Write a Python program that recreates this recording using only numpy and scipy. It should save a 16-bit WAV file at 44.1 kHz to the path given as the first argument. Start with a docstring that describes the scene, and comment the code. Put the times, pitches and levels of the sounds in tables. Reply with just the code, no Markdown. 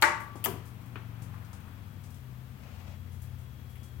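"""A metal part snaps home with a bright crack, chatters and rings the casing of a small engine, which is
handled close to a hand-held microphone in a quiet garage. A catch scrapes and drops with a dull clack.
Light knocks, ticks and a cloth rustle follow, over a faint whine and hiss, while an engine somewhere
outside drones and slows down. Hits are clicks and bursts of noise, ringing metal is a set of fading
tones, and the drone is a stack of tones that all follow the engine's speed."""
import sys
import numpy as np
from scipy import signal
from scipy.fft import rfft, irfft
from scipy.io import wavfile
from scipy.ndimage import uniform_filter1d

SR = 44100
rng = np.random.default_rng(int(sys.argv[2]) if len(sys.argv) > 2 else 0)


def transcribe(u):
    """Save the signal u as a 16-bit wav file named by the first command-line argument.

    u: samples, shape (n,) or (channels, n), limited to [-1, 1]; the rate is SR.
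    q: integer samples, one column per channel.
    """
    v = np.clip(np.atleast_2d(u).T, -1, 1)
    q = np.round(v * 32767).astype(np.int16)
    wavfile.write(sys.argv[1], SR, q)


N = 176400
T, FREQS = np.arange(N) / SR, np.arange(N // 2 + 1) * SR / N

# Levels are relative: the functions set the final loudness. A fade is the time to die away by 60 dB.
# A colour says how strong a sound is at each pitch.
# blows of the snapping part: start_s, level_db
SNAP_BLOWS = [(0.0229, -4), (0.03, 3.5), (0.0391, 0.5), (0.0417, -7), (0.0588, -14)]
# colours of the blows, their echo and the opening crack: pitch_hz, level_db
SNAP_COLOUR = [(88, -76), (150, -63), (320, -1.5), (481, -17), (781, -12), (912, -7.5), (1290, 2),
               (1800, -4), (1980, 1.5), (3100, -24), (4560, -27), (5440, -39), (7130, -39), (12500, -29),
               (15500, -42)]
SNAP_ECHO_COLOUR = [(200, -39), (345, -10), (400, -16), (560, -12), (607, -8), (680, -21), (780, -10.5),
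                    (890, 3.5), (990, -16), (1120, -1), (1300, -6.5), (1420, -6), (1750, -2.5), (1840, -17),
                    (1950, -3), (2300, -7.5), (2450, -12.5), (2900, -16.5), (3200, -23), (4700, -23),
                    (8200, -22), (15500, -36)]
CRACK_COLOUR = [(500, -30), (1500, -14), (2900, 3.5), (4500, 4.5), (5400, -11), (7500, 1), (11000, -9.5),
                (14500, -7), (15800, -8.5)]
# ringing tones of the casing: pitch_hz, level_db, fade_s (before stretching)
CASING_TONES = [(345, -11, 0.46), (598, -8, 0.38), (877, -7, 0.4), (910, -2, 0.38), (931, 0, 0.37),
                (1083, -7, 0.53), (1128, -8, 0.41), (1152, -8, 0.93), (1183, -12, 0.62), (1412, -9, 0.49),
                (1458, -10, 0.39), (1567, -10, 0.42), (1680, -9, 0.42), (1698, -9, 0.42), (1918, -3, 0.4),
                (1946, -8, 0.46), (1969, -6, 0.37), (2038, -2, 0.3), (2093, -8, 0.35), (2307, -9, 0.36)]
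# slips of the catch: start_s, level_db, length_s
SLIPS = [(0.4409, -5.5, 0.0042), (0.4472, -3.5, 0.0062), (0.4566, -5, 0.0027)]
# colours of the slips, the clack and its echo: pitch_hz, level_db
SLIP_COLOUR = [(290, -33), (500, -16), (2280, -19), (3180, -8), (4180, -44), (4760, -13.5), (5750, -26),
               (8740, -12.5), (10700, -14.5), (13300, -2.5), (15800, -9.5)]
CLACK_COLOUR = [(76, -34), (130, -13), (346, -23), (1020, -0.5), (1680, -6), (1970, -3), (2560, -19),
                (3010, -3), (4400, -31), (6180, -10.5), (8850, -31), (13200, -25), (15500, -34)]
CLACK_ECHO_COLOUR = [(88, -34), (150, -4), (279, -9.5), (388, 3), (500, -23), (722, -12), (860, -16),
                     (1150, -13.5), (1760, -21), (3100, -20), (3760, -31), (12800, -23), (15500, -43)]
# ringing tones of the lever that drops: pitch_hz, level_db, fade_s (before stretching)
LEVER_TONES = [(234, -10, 0.53), (325, -12, 0.48), (381, 0, 0.22), (455, -14, 0.64), (605, -18, 0.45),
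               (704, -12, 0.32), (760, -15, 0.41), (921, -14, 0.4), (989, -13, 0.61), (1113, -12, 0.3)]
# light knocks: start_s, level_db, lowest_hz, highest_hz
KNOCKS = [(0.356, -5.5, 219, 900), (0.539, -5, 154, 690), (0.917, -17, 249.2, 610), (0.957, -2, 225, 3755),
          (1.219, -18, 250, 701.8), (1.34, -11.5, 740, 1571), (1.532, -17, 695, 1700),
          (1.68, -18, 900, 1600), (3.755, -20, 1800, 3620), (3.82, -17.5, 250, 597.5)]
# ticks and scuffs of handling: start_s, level_db, pitch_hz, rise_s
TICKS = [(0.0148, 16.5, 8100, .0003), (0.201, 7.5, 8900, 0.0021), (0.355, 5.5, 7000, 0.0022),
         (0.652, 7, 8950, 0.0085), (0.812, -7, 5930, .001), (0.857, -4, 14000, .001),
         (1.219, 7.5, 7480, 0.0023), (1.329, -6, 14000, .002), (1.449, -3, 5500, .0002),
         (1.49, -13, 13000, .008), (1.53, 5.5, 6600, .0003), (1.6, -8, 7980, .003),
         (2.035, 5.5, 6980, .005), (2.103, -1, 12100, .001), (2.143, 0, 7000, .001),
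         (3.12, 2.5, 8500, .006), (3.217, 7, 11000, .003), (3.385, 0, 8985, 0.0066),
         (3.695, 0.5, 11040, 0.0055), (3.755, -7, 12000, .0003), (3.83, 6.5, 7500, 0.0053)]
# colours of the knocks and the cloth: pitch_hz, level_db
KNOCK_COLOUR = [(100, 9), (300, 6.5), (600, -3.5), (1200, 3), (2600, -1.5), (3900, -10), (5000, -19),
                (15000, -24)]
RUSTLE_COLOUR = [(200, -17), (550, 3.5), (1200, -5), (1800, -8.5), (2550, -4), (3500, -14), (4500, -14.5),
                 (8000, -20), (15000, -44)]
# the engine outside and its tones at 5 and 7 times the cycle rate: time_s, rate_hz, fifth_db, seventh_db
ENGINE_RUN = [(0.0, 21, -50, -61), (0.26, 22.7, -45.5, -68), (0.54, 22.7, -42.5, -46.5),
              (0.73, 23.8, -44.5, -56.5), (1.37, 22.2, -42, -48.5), (1.66, 22.2, -50.5, -62.5),
              (1.84, 20.5, -44, -55.5), (2.33, 17.7, -49.5, -44), (2.68, 18.3, -45, -51),
              (3.25, 17.7, -44, -45.5), (3.91, 17.3, -51, -46.5), (4.0, 17.2, -40.5, -44.5)]
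# its weaker tones: multiple (of the cycle rate), level_db
ENGINE_WEAK_TONES = [(4, -53.5), (6, -60), (8, -60.5), (9, -61.5), (11, -65), (12, -72), (13, -67.5)]
# steady hum in the building: pitch_hz, level_db
HUM_TONES = [(40, -66), (65, -56.5), (89.5, -53)]
# loudness of the thin whine: time_s, level_db
WHINE_LEVEL = [(0, -69), (1.45, -80), (1.7, -69.5), (2.2, -72), (2.45, -81), (2.9, -69), (3.3, -71.5),
               (3.6, -67.5), (3.88, -65), (3.97, -70)]
# tiny squeaks: peak_s, level_db, half_length_s
SQUEAKS = [(1.68, -70, .02), (1.91, -78, .04)]
# colours of the background rumble, mid-range wash and hiss: pitch_hz, level_db
RUMBLE_COLOUR = [(20, -38), (52, -37), (64, -3), (95, -2), (135, -1), (160, -7), (220, -4.5), (300, -15.5),
                 (500, -30.5), (1000, -48.5)]
WASH_COLOUR = [(200, -1), (500, -2), (850, 2), (1250, 2), (1800, -4.5), (2600, -5), (4000, -19.5),
               (10000, -43)]
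HISS_COLOUR = [(210, -37), (350, -0.5), (600, -3), (1100, -3), (2100, -7), (3200, -10), (4800, -17),
               (7000, -19), (10500, -19.5), (12800, -13.5), (15500, -13)]
# loudness of the wash: time_s, level_db
WASH_LEVEL = [(0, 8.5), (0.8, 1), (1.2, 5), (1.68, 2.5), (1.8, -1), (2.3, -6.5), (4, -18.5)]
# how long the garage echoes: pitch_hz, fade_s
GARAGE_FADES = [(200, 0.32), (600, 0.46), (1200, 0.48), (2200, 0.44), (4000, 0.42), (8000, 0.32),
                (14000, 0.25)]
# how alike left and right are, for distant and for close sound: pitch_hz, likeness (0 to 1)
FAR_LIKENESS = [(130, 0.84), (300, 0.64), (640, 0.28), (1400, 0)]
NEAR_LIKENESS = [(300, 0.6), (640, 0.68), (1400, 0.21), (3000, 0.12), (6000, 0.02)]
# how much quieter the shaded right side of the microphone is: pitch_hz, drop_db
RIGHT_SHADOW = [(60, 11), (120, 12), (380, 9.5), (700, 8.5), (1300, 7), (2200, 9.5), (4400, 6),
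                (8000, 10.5), (15000, 13.5)]


def snap():
    """The part snaps home with a bright crack, then chatters against the ringing casing."""
    start = SNAP_BLOWS[0][0]
    bursts = sum(amp(db) * fade(s, fade_s=0.034) for s, db in SNAP_BLOWS)
    blows = sum(amp(db) * delay(s) for s, db in SNAP_BLOWS)
    clicks = amp(-7.5) * tint(click(SNAP_COLOUR), blows)
    crack_shape = amp(-16) * fade(start, fade_s=0.023) + amp(-22) * fade(start, fade_s=0.068)
    crack = crack_shape * noise(CRACK_COLOUR)
    chatter = amp(-16.5) * bursts * noise(SNAP_COLOUR, NEAR_LIKENESS)
    casing = amp(-22) * ring(start, CASING_TONES, stretch=1.145)
    echo = amp(-16.5) * garage_echo(start, SNAP_ECHO_COLOUR, rise_s=0.011)
    return chatter + clicks + crack + casing + echo


def catch(clack_s=0.4595):
    """The catch scrapes in short slips, then the lever drops on its stop and rings."""
    slips = sum(amp(db) * (T >= s) * np.exp(-np.maximum(T - s - length_s, 0) / 0.0013)
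                for s, db, length_s in SLIPS)
    lean_left = amp([[0], [-2.5]])  # the catch is close to the microphone's left side
    scrape = amp(-16.5) * slips * noise(SLIP_COLOUR) * lean_left
    clack = amp(-14) * tint(click(CLACK_COLOUR), delay(clack_s))
    burst = amp(-27) * fade(clack_s, fade_s=0.069) * noise(CLACK_COLOUR, NEAR_LIKENESS)
    lever = amp(-25.5) * ring(clack_s, LEVER_TONES, stretch=0.71)
    scrape_echo = amp(-31) * garage_echo(SLIPS[1][0], SLIP_COLOUR, rise_s=0.0037)
    clack_echo = amp(-30.5) * garage_echo(clack_s, CLACK_ECHO_COLOUR, rise_s=0.0031)
    return scrape + clack + burst + lever + scrape_echo + clack_echo


def knocks():
    """Soft contacts make deep bumps and lighter taps, each a burst of noise in its own pitch range."""
    body, out = noise(KNOCK_COLOUR, NEAR_LIKENESS), 0
    for s, db, low_hz, high_hz in KNOCKS:
        shape = fade(s, fade_s=0.033) + amp(-8.5) * fade(s, fade_s=0.31, rise_s=0.0055)
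        band = signal.butter(3, [low_hz, high_hz], "band", fs=SR, output="sos")
        knock = signal.sosfilt(band, body)
        out = out + amp(db) * shape * knock / knock.std()
    return amp(-32) * out


def ticks():
    """Handling makes tiny bright clicks and slower scuffs, each with a short echo."""
    grit, out = noise([(500, -21), (3000, 5.5), (15000, 10)]), 0
    for s, db, hz, rise_s in TICKS:
        band = signal.iirpeak(hz, Q=1.2, fs=SR)
        touch = fade(s, fade_s=0.022, rise_s=rise_s)
        echo = amp(-5.5) * fade(s, fade_s=0.24, rise_s=0.0046 + rise_s)
        out = out + amp(db) * (touch + echo) * signal.lfilter(*band, grit)
    return amp(-47.5) * out


def rustle(start_s=2.538, end_s=2.97, rise_s=0.11, fall_s=0.032):
    """Cloth slides unevenly, making a short swell of fluttering noise."""
    shape = np.clip(np.minimum((T - start_s) / rise_s, (end_s - T) / fall_s), 0, 1)
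    return amp(-54 + 1.7 * wobble(70)) * shape * noise(RUSTLE_COLOUR)


def engine_outside():
    """A slowing engine comes through the walls as low tones at multiples of its cycle rate."""
    times, rate_hz, fifth_db, seventh_db = np.array(ENGINE_RUN).T
    phase = 2 * np.pi * np.cumsum(np.interp(T, times, rate_hz)) / SR
    strong_tones = [(5, np.interp(T, times, fifth_db)), (7, np.interp(T, times, seventh_db))]
    out = 0
    for multiple, db in strong_tones + ENGINE_WEAK_TONES:
        level = amp(db + 0.8 * wobble(3.2))
        drift = rng.uniform(0, 2 * np.pi) + 0.073 * wobble(3.2)
        out = out + level * np.sin(multiple * phase + drift)
    return amp(4.5) * out


def hum():
    """The building hums with deep tones that waver a little."""
    return amp(4) * sum(amp(db + 1.75 * wobble(4.36)) * np.sin(2 * np.pi * hz * T + 0.13 * wobble(3.9))
                        for hz, db in HUM_TONES)


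def whine(pitch_hz=3317):
    """One thin, high tone wavers as it comes and goes."""
    level = amp(over_time(WHINE_LEVEL) + 1.05 * wobble(20))
    return level * np.sin(2 * np.pi * pitch_hz * T + 0.49 * wobble(40))


def squeaks(pitch_hz=8400, spread_hz=700):
    """Tiny rough squeaks: brief swells of noise around one high pitch."""
    swells = sum(amp(db) * np.exp(-((T - s) / half_length_s) ** 2) for s, db, half_length_s in SQUEAKS)
    return swells * noise([(pitch_hz - spread_hz, -40), (pitch_hz, 0), (pitch_hz + spread_hz, -40)])


def background():
    """A low rumble, a soft hiss and a faint mid-range wash that dies down."""
    wash = amp(-59.5 + over_time(WASH_LEVEL) + 0.27 * wobble(4.7)) * noise(WASH_COLOUR)
    rumble = amp(-49) * noise(RUMBLE_COLOUR)
    hiss = amp(-55.5 + 0.13 * wobble(12)) * noise(HISS_COLOUR)
    return rumble + hiss + wash


def garage_echo(start, colour, rise_s):
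    """Sound bounces around the garage and blurs into noise; each pitch range dies at its own rate."""
    spectrum, out = rfft(noise(colour, NEAR_LIKENESS)), 0
    for band_hz, fade_s in GARAGE_FADES:
        band = over_pitch([(hz, hz == band_hz) for hz, _ in GARAGE_FADES])
        out = out + irfft(spectrum * band, N) * fade(start, fade_s, rise_s)
    return out


def ring(start, tones, stretch):
    """Struck metal rings with fading tones, out of step left and right; stretch scales their fades."""
    age, out = T[:SR], np.zeros((2, 2 * N))
    at = int(start * SR)
    for (hz, db, fade_s), (phase, side) in zip(tones, rng.uniform(-np.pi, np.pi, (len(tones), 2))):
        gap = np.arccos(over_pitch(NEAR_LIKENESS, hz))  # less alike means further out of step
        lag = np.array([[0], [np.sign(side) * gap]])
        decay = np.exp(-np.log(1000) * age / (fade_s * stretch))
        out[:, at:at + SR] += amp(db) * np.sin(2 * np.pi * hz * age + phase + lag) * decay
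    onset = np.clip((T - start) / 0.0042, 0, 1)
    return out[:, :N] * onset


def click(colour):
    """One hard contact: a click of the given colour, peaking at 1."""
    cepstrum = irfft(np.log(amp(over_pitch(colour))), N)
    first_half = (T > 0) & (np.arange(N) < N // 2)  # keeping only this gives the click a sudden start
    pulse = irfft(np.exp(rfft(2 * cepstrum * first_half)), N)
    return pulse / abs(pulse).max()


def noise(colour, likeness=FAR_LIKENESS):
    """Coloured noise of level 1, with left and right most alike in the bass."""
    left, other = rfft(rng.standard_normal((2, N)))
    alike = over_pitch(likeness)
    right = alike * left + np.sqrt(1 - alike ** 2) * other
    pair = irfft(np.array([left, right]) * amp(over_pitch(colour)), N)
    return pair / pair.std()


def fade(start, fade_s, rise_s=0.00015):
    """The loudness of a hit: it rises quickly, then dies away."""
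    age = np.maximum(T - start, 0)
    return (1 - np.exp(-age / rise_s)) * np.exp(-np.log(1000) * age / fade_s)


def wobble(rate_hz):
    """A smooth random wander with a spread of 1."""
    hold = int(SR / rate_hz)
    steps = np.repeat(rng.standard_normal(N // hold + 1), hold)
    smooth = uniform_filter1d(steps, hold)[:N]
    return smooth / smooth.std()


def amp(db):
    """Turn decibels into a gain to multiply by."""
    return 10 ** (np.asarray(db) / 20)


def over_pitch(table, hz=FREQS):
    """Read between a table's pitches, with octaves evenly spaced."""
    pitches, values = np.array(table, float).T
    return np.interp(np.log(np.maximum(hz, 1)), np.log(pitches), values)


def over_time(table):
    """Read between a table's times."""
    return np.interp(T, *np.array(table).T)


def tint(sound, gain):
    """Filter a sound with one gain for each pitch."""
    return irfft(rfft(sound) * gain, N)


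def delay(seconds):
    """The gains that make tint() move a sound later."""
    return np.exp(-2j * np.pi * FREQS * seconds)


def scene():
    """Add all the sources, then shade the right side."""
    handling = snap() + catch() + knocks() + ticks() + rustle()
    left, right = handling + engine_outside() + hum() + whine() + squeaks() + background()
    return np.array([left, tint(right, amp(-over_pitch(RIGHT_SHADOW)))])


def record(dry):
    """The recorder cuts the highest treble."""
    top_hz = 15900
    return signal.sosfilt(signal.ellip(10, .2, 80, top_hz, fs=SR, output="sos"), dry)


dry = scene()
out = record(dry)
transcribe(out)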